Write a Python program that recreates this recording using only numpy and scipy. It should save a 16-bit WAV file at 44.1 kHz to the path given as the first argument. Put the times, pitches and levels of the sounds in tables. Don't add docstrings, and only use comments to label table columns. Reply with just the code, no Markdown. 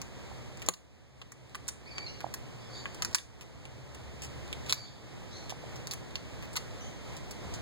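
import sys
import numpy as np
from scipy import signal
from scipy.fft import rfft, irfft
from scipy.io import wavfile
from scipy.ndimage import uniform_filter1d, minimum_filter1d

SR = 44100
rng = np.random.default_rng(int(sys.argv[2]) if len(sys.argv) > 2 else 0)


def put_to_file(sound):
    columns = np.atleast_2d(sound).T
    safe = np.clip(columns, -1, 1)
    whole_steps = np.round(safe * 32767)
    wavfile.write(sys.argv[1], SR, whole_steps.astype(np.int16))


N = 335601
TIME = np.arange(N) / SR
MIC_LAG_SAMPLES = 11
FRACTURE_RISE_S = 0.00046


def undb(db):
    return 10 ** (np.asarray(db) / 20)


def unit(x):
    return x / np.sqrt(np.sum(x ** 2, axis=-1, keepdims=True))


def burst(x, db):
    return unit(x) * undb(db) * np.sqrt(SR / 1000)


def band(x, low_hz, high_hz, order=2):
    return signal.sosfilt(signal.butter(order, [low_hz, high_hz], "band", fs=SR, output="sos"), x)


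def delay(x, samples):
    return np.concatenate([np.zeros(x.shape[:-1] + (samples,)), x[..., :-samples]], axis=-1)


def add(out, start_s, x):
    i = int(start_s * SR)
    out[..., i:i + x.shape[-1]] += x[..., :N - i]


def wander(rate_hz):
    knots = rng.standard_normal(int(N / SR * rate_hz) + 2)
    return np.interp(TIME * rate_hz, np.arange(len(knots)), knots)


def decay(t, t60_s):
    return np.exp(-np.log(1000) * t / t60_s)


def damped_sine(t, hz, t60_s):
    return np.sin(2 * np.pi * hz * t) * decay(t, t60_s)


def ring(modes, t, detune=0, spread_db=0):
    out = np.zeros(len(t))
    for hz, db, t60_s in modes:
        gain = undb(db + spread_db * rng.standard_normal())
        out += gain * damped_sine(t, hz * (1 + detune * rng.standard_normal()), t60_s)
    return out


def early_reflections(x, echo_db=0):
    t = TIME[:2048]
    ground = undb(-10.5) * unit(rng.standard_normal((2, len(t))) * decay(t, 0.015))
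    fence = undb(-6) * unit(rng.standard_normal((2, len(t))) * decay(t, 0.029))
    paths = undb(echo_db) * (ground + delay(fence, int(0.0032 * SR)))
    paths[0, 0] += 1
    paths[1, MIC_LAG_SAMPLES] += undb(-4)
    return signal.fftconvolve(x[None], paths, axes=1)


def reverberation(x, t60_s, high_hz):
    t = TIME[:SR // 2]
    noise = band(rng.standard_normal((2, len(t))), 380, high_hz, order=1)
    tail = noise * decay(t, t60_s) * np.minimum(t / 0.0026, 1)
    return signal.fftconvolve(x[None], unit(tail), axes=1)[:, :N]


# frequency_hz, common_db_per_hz, difference_db_per_hz
AIR_SPECTRUM = [(25, -76, -100), (44.5, -68, -78), (70.4, -66, -71.5), (109, -65, -75), (173, -72.5, -79),
                (280, -78, -82), (522, -81.5, -87), (1450, -94.5, -91), (2080, -92.5, -93),
                (4980, -100.5, -100.5), (8560, -105, -106), (10070, -117.5, -117.5),
                (14700, -117.5, -117.5), (17500, -126, -126)]
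# time_s, gain_db
AIR_SWELL = [(0, -0.5), (1.9, -0.5), (2.45, -1), (3.1, -1), (3.8, -1.5), (4.3, 0), (5.3, 0.5), (7.6, 1.5)]


def air(waver_db=1.23, low_cut_hz=22):
    hz, *spectra_db = np.transpose(AIR_SPECTRUM)
    f = np.maximum(np.arange(N // 2 + 1) * SR / N, 1)
    shapes = [undb(np.interp(np.log(f), np.log(hz), db)) * np.sqrt(SR / 2) for db in spectra_db]
    mid, side = (rfft(rng.standard_normal(N)) * shape for shape in shapes)
    noise = irfft(np.array([mid + side, mid - side]) / (1 + (low_cut_hz / f) ** 4), N)
    swell_db = np.interp(TIME, *np.transpose(AIR_SWELL))
    return noise * undb(swell_db + waver_db * wander(rate_hz=9))


# centre_hz, width_hz, base_level_db
ENGINE_BANDS = [(71.3, 13, -49), (124.5, 17.3, -50)]
# time_s, lower_gain_db, upper_gain_db
ENGINE_SWELL = [(0, 6, -13), (.3, 0, 5), (.7, 1, -6), (1.35, -1, 6.5), (1.8, 8, 0.5), (2.65, -8, 6.5),
                (3.1, 1, -6.5), (3.65, 2, 7), (4.1, 10, 0.5), (4.65, 5.5, 6.5), (4.9, -3, 5.5),
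                (5.3, -16, 2), (5.75, 1.5, 5), (6.15, 3.5, 1), (6.8, -9, -1.5), (7.35, 6.5, -9)]


def far_engines():
    times_s, *swells_db = np.transpose(ENGINE_SWELL)
    out = np.zeros(N)
    for (hz, width_hz, db), swell_db in zip(ENGINE_BANDS, swells_db):
        hum = band(rng.standard_normal(N), hz - width_hz / 2, hz + width_hz / 2)
        out += unit(hum) * np.sqrt(N) * undb(db + np.interp(TIME, times_s, swell_db))
    return out


def fracture(t):
    envelope = t / FRACTURE_RISE_S * np.exp(-0.5 * (t / FRACTURE_RISE_S) ** 2)
    force = rng.standard_normal(len(t)) * envelope
    for _ in range(6):
        white = irfft(np.exp(1j * np.angle(rfft(force))))
        force = white * np.sqrt(envelope)
    return unit(force)


def crumble(t, length_s, gap_s=0.0013):
    force = fracture(t)
    chances = rng.standard_normal((40, 2))
    for after_s, (jitter, strength) in zip(np.arange(gap_s, length_s, gap_s), chances):
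        lag = max(int((after_s + 0.25 * gap_s * jitter) * SR), 1)
        force += undb(-9 + 4 * strength) * decay(after_s, 0.26) * delay(fracture(t), lag)
    splinters = rng.standard_normal(len(t)) * decay(t, 0.015)
    return unit(force) + undb(-17.5) * unit(splinters)


SHELL_HZ = [2690, 3960, 6140, 8550, 12600]


def shell_radiation(force, gains_db, piece_hz, peak_db=3, width_hz=420):
    size = len(force)
    hz = [1480, *SHELL_HZ, SR / 2]
    db = [gains_db[0] - 15, *gains_db, gains_db[-1]]
    f = np.maximum(np.arange(size // 2 + 1) * SR / size, 1)
    resonance_db = peak_db * np.exp(-0.5 * ((f - piece_hz) / width_hz) ** 2)
    response_db = np.interp(np.log(f), np.log(hz), db) + resonance_db
    cepstrum = irfft(np.log(undb(response_db)))
    cepstrum[1:size // 2] *= 2
    cepstrum[size // 2 + 1:] = 0
    return signal.fftconvolve(force, irfft(np.exp(rfft(cepstrum))))[:size]


# pitch_hz, relative_db, t60_s
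BILL_MODES = [(1090, -7, 0.018), (1190, 3.5, 0.011), (1610, 2, 0.0083), (2040, 5, 0.0087),
              (2470, 3, 0.0098)]


def crack(bill_db, piece_hz, shell_gains_db, crumble_s=0):
    t = TIME[:4096]
    force = crumble(t, crumble_s)
    bill_response = ring(BILL_MODES, t, detune=0.044, spread_db=2)
    bill = band(signal.fftconvolve(force, bill_response)[:len(t)], 1170, 3400)
    shell = shell_radiation(burst(force, -1.5), shell_gains_db, piece_hz)
    return shell + burst(bill, bill_db)


# start_s, bill_db, piece_hz, gain_db at each of the five SHELL_HZ, crumble_s
BITES = [(0.0161, -38, 5040, -50, -34, -23.5, -31, -42, 0.00043),
         (0.5725, -49, 4350, -49.5, -54, -36, -41, -58, 0),
         (0.6187, -45, 3470, -17, -36, -31, -33, -46, 0.009),
         (0.663, -47, 5100, -45, -46, -23, -34, -48, 0),
         (0.7375, -30.5, 4600, -28, -22.5, -18, -25, -34, 0.0052),
         (1.216, -32, 3280, -13, -24, -31, -35, -49, 0.0033),
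         (1.32, -34, 5100, -27, -58, -22, -26, -41, 0.0021),
         (1.547, -26, 3300, -15, -25.5, -24, -33, -44, 0.0055),
         (1.5529, -38, 4200, -12, -33, -32, -21, -38, 0),
         (1.680, -39, 5230, -28, -35, -18, -8, -31, 0.0079),
         (1.685, -31.5, 4300, -27, -30, -13, -19, -36, 0.0054),
         (1.6894, -34, 5000, -33, -31, -17, -23, -36, 0),
         (1.9819, -31.5, 4560, -10, -26.5, -23.5, -35, -53, 0),
         (2.205, -34.5, 4030, -36, -38, -34, -40, -46, 0.0093),
         (2.3392, -32.5, 5100, -48, -25, -22, -26, -31, 0.0046),
         (2.856, -30.5, 3320, -14, -44, -42, -44, -54, 0),
         (2.9458, -45, 5280, -30, -39, -35, -34, -50, 0.0048),
         (3.0218, -25, 4400, -15, -21.5, -13.5, -22, -33, 0.0052),
         (3.048, -30.5, 5200, -46, -21, -14, -21.5, -34, 0),
         (3.1286, -58, 4590, -41, -36, -33, -42, -55, 0.0066),
         (3.1466, -15, 4970, -28, -6, 1, -5.5, -24, 0), (3.1549, -30, 4390, -11, -19, -13, -14, -23, 0),
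         (3.1847, -46, 3380, -15, -20.5, -31, -26, -40, 0.005),
         (3.41, -43, 3320, -18, -30.5, -28, -31, -43, 0.023),
         (3.6531, -48, 4900, -19, -37, -37, -35, -57, 0.0036),
         (3.947, -44, 3810, -24, -41, -36, -35.5, -51, 0.0061),
         (4.2201, -42, 5230, -18.5, -33, -23.5, -24, -42, 0.061),
         (4.528, -58, 3400, -16, -24.5, -33, -27, -45, 0.001),
         (4.6616, -40, 4000, -36, -33, -29, -39, -50, 0.044),
         (4.6958, -34, 3960, -11, -14.5, -19, -19.5, -34, 0.015),
         (4.7244, -19.5, 4000, -20, -5, -6.5, -14, -23, 0.00042),
         (4.729, -44, 4100, -29, -32, -15, -33, -27, 0.019),
         (5.4956, -41, 3700, -16.5, -27.5, -24, -29, -42, 0.019),
         (5.7585, -53, 3830, -31, -43, -29, -45, -49, 0.004),
         (5.871, -40.5, 4410, -50, -28, -25, -28, -40.5, 0),
         (5.9105, -38, 4500, -38, -22.5, -21.5, -25, -37, 0.011),
         (5.9155, -41, 4400, -33, -32, -29, -27, -40, 0.019),
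         (5.935, -37.5, 3900, -35, -35, -24, -29, -35, 0.0051),
         (6.1552, -39, 4480, -14, -20, -23, -39, -46, 0.0031),
         (6.4246, -36, 4310, -37, -44, -34, -44, -45, 0.033),
         (6.531, -46, 4390, -36, -40, -37, -31, -46, 0.012),
         (6.5562, -30, 4480, -33, -27, -24, -33, -42, 0.016),
         (6.5639, -30.5, 4440, -19, -26, -23, -21, -31, 0),
         (6.5684, -28, 4370, -26, -19, -17, -26, -32, 0.0061),
         (7.1667, -48, 5300, -37, -40, -31, -31, -46, 0.013),
         (7.31, -50, 4520, -38, -36, -28, -28.5, -39, 0.008),
         (7.5385, -44, 4330, -31, -35, -24, -30, -46, 0.027)]


def bites():
    out = np.zeros((2, N))
    for start_s, bill_db, piece_hz, *gains_db, crumble_s in BITES:
        add(out, start_s, early_reflections(crack(bill_db, piece_hz, gains_db, crumble_s)))
    return out


# start_s, level_db, pitch_hz
TAPS = [(.315, -37.5, 810), (2.243, -22.5, 750), (2.2655, -33, 710), (2.287, -45, 420), (5.523, -31.5, 750),
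        (5.639, -34, 590)]


def taps():
    out, t = np.zeros(N), TIME[:SR // 20]
    thump = undb(-9) * unit(damped_sine(t, hz=330, t60_s=0.013))
    for start_s, db, hz in TAPS:
        tap = damped_sine(t, hz, t60_s=0.011) * np.minimum(t / 0.001, 1)
        add(out, start_s, burst(unit(tap) + thump, db))
    return np.array([undb(-3) * delay(out, MIC_LAG_SAMPLES), out])


def slips(probability=0.3, max_lead_s=0.054, bill_db=-57):
    out = np.zeros((2, N))
    for start_s, _, piece_hz, *_ in BITES:
        luck, lead, strength = rng.random(3)
        if luck < probability and start_s > max_lead_s:
            tick = crack(bill_db, piece_hz, shell_gains_db=[-50, -46.5, -49, -50, -61])
            add(out, start_s - lead * max_lead_s, early_reflections(tick * undb(2 + 8 * strength)))
    return out


# pitch_hz, relative_db, t60_s
PLANTER_MODES = [(170, -6, 0.14), (249, -28, 0.051), (376, -10.5, 0.089), (510, -5, 0.054), (686, 3, 0.016),
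                 (850, -5, 0.025), (1160, 6.5, 0.016), (1480, 4, 0.014), (2830, 10.5, 0.0047),
                 (4040, 6, 0.0076)]


def planter_blow(echo_db, start_s=0.6868):
    out, t = np.zeros((2, N)), TIME[:SR // 6]
    snap = crack(bill_db=-8.5, piece_hz=3880, shell_gains_db=[-1.5, -9.5, -2.5, 3.5, -9.5])
    shell = damped_sine(t, hz=6845, t60_s=0.0064) * np.minimum(t / FRACTURE_RISE_S, 1)
    knock = ring(PLANTER_MODES, t)
    add(out, start_s, early_reflections(snap, echo_db))
    add(out, start_s, early_reflections(burst(knock, -4) + burst(shell, -4.5), echo_db))
    return out


def bird_calls(notes, harmonics_db, taper, direct_db, echo_db):
    out = np.zeros(N)
    pitch_flutter, level_flutter = 0.063 * wander(rate_hz=700), 0.71 * wander(rate_hz=260)
    for start_s, length_s, first_hz, last_hz, bend_hz, db, roughness, tilt_db in notes:
        now = (TIME >= start_s) & (TIME < start_s + length_s)
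        progress = (TIME[now] - start_s) / length_s
        arch = np.maximum(4 * progress * (1 - progress), 0)
        hz = first_hz + (last_hz - first_hz) * progress + bend_hz * arch
        phase = 2 * np.pi * np.cumsum(hz * (1 + roughness * pitch_flutter[now])) / SR
        voice = sum(undb(harmonic_db + tilt_db * (k - 1.5)) * np.sin((k + 1) * phase)
                    for k, harmonic_db in enumerate(harmonics_db))
        out[now] += undb(db) * arch ** taper * (1 + roughness * level_flutter[now]) * voice
    direct = np.array([out, delay(out, samples=9)])
    return undb(direct_db) * direct + undb(echo_db) * reverberation(out, t60_s=0.53, high_hz=8600)


# start_s, length_s, first_hz, last_hz, bend_hz, relative_db, roughness, tilt_db_per_harmonic
WHISTLES = [(1.858, 0.041, 2070, 2670, 20, -61, 0.4, -8.5),
            (1.905, 0.034, 2490, 2360, -170, -50.5, 0.33, 3), (1.95, 0.099, 2400, 2380, -110, -49, .22, 1),
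            (2.06, 0.023, 2074, 1955, 129, -44, 0.3, 7), (2.065, 0.045, 2650, 2880, 28, -57.5, 0.5, -6),
            (6.8, .08, 2910, 3210, 81.5, -59, 0.57, -1)]


def whistles():
    return bird_calls(WHISTLES, harmonics_db=[0.5, 4.5, -17], taper=0.21, direct_db=-2, echo_db=-5.5)


# start_s, length_s, first_hz, last_hz, bend_hz, relative_db, roughness, tilt_db_per_harmonic
SCREECHES = [(2.59, .13, 1735, 1640, 28, -57, 0.41, 5), (2.57, 0.084, 2100, 2590, 0, -64, 0.43, -4),
             (2.69, .13, 2158, 2226, 129.5, -49, 0.6, 0), (2.74, 0.064, 1790, 1873, 31, -54.5, 0.92, -5),
             (2.755, 0.079, 2310, 2200, 1, -58, 0.21, 1), (4.735, .128, 2270, 2157, 110, -47, 0.49, -5),
             (4.835, 0.065, 1706, 1870, 1, -52.5, 0.9, -2), (5.3, 0.097, 1760, 1984, 32, -49.5, 1, 8),
             (5.315, 0.077, 1985, 2113, 88, -48, 0.72, 1)]


def screeches():
    return bird_calls(SCREECHES, harmonics_db=[-17, 2, -3.5, -23], taper=0.85,
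                      direct_db=-6.5, echo_db=-7.5)


def scene(blow_echo_db=-6):
    crunching = bites() + slips()
    blow = planter_blow(blow_echo_db)
    into_yard = crunching[0] + undb(blow_echo_db) * blow[0]
    yard = undb(-16.5) * reverberation(into_yard, t60_s=0.27, high_hz=14000)
    return air() + far_engines() + crunching + taps() + blow + yard + whistles() + screeches()


def limiter(x, ceiling_db=-14, recovery_db_per_s=9, hold_s=0.17):
    power = uniform_filter1d(np.mean(x ** 2, axis=0), size=44)
    over_db = np.maximum(10 * np.log10(np.maximum(power, 1e-12)) - ceiling_db, 0)
    half_hold = int(hold_s * SR / 2)
    held_db = minimum_filter1d(-over_db, size=2 * half_hold + 1, origin=half_hold)
    climb_db = recovery_db_per_s * TIME
    gain_db = climb_db - np.maximum.accumulate(climb_db - held_db)
    ahead_db = minimum_filter1d(gain_db, size=89)
    return x * undb(uniform_filter1d(ahead_db, size=45))


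def record(dry, cross_gain=0.87, cross_lag_samples=16, right_db=1.0, top_hz=16000):
    wide = dry - cross_gain * delay(dry[::-1], cross_lag_samples)
    limited = limiter(wide * undb([[0], [right_db]]))
    return signal.sosfilt(signal.ellip(8, 0.2, 70, top_hz, fs=SR, output="sos"), limited)


dry = scene()
out = record(dry)
put_to_file(out)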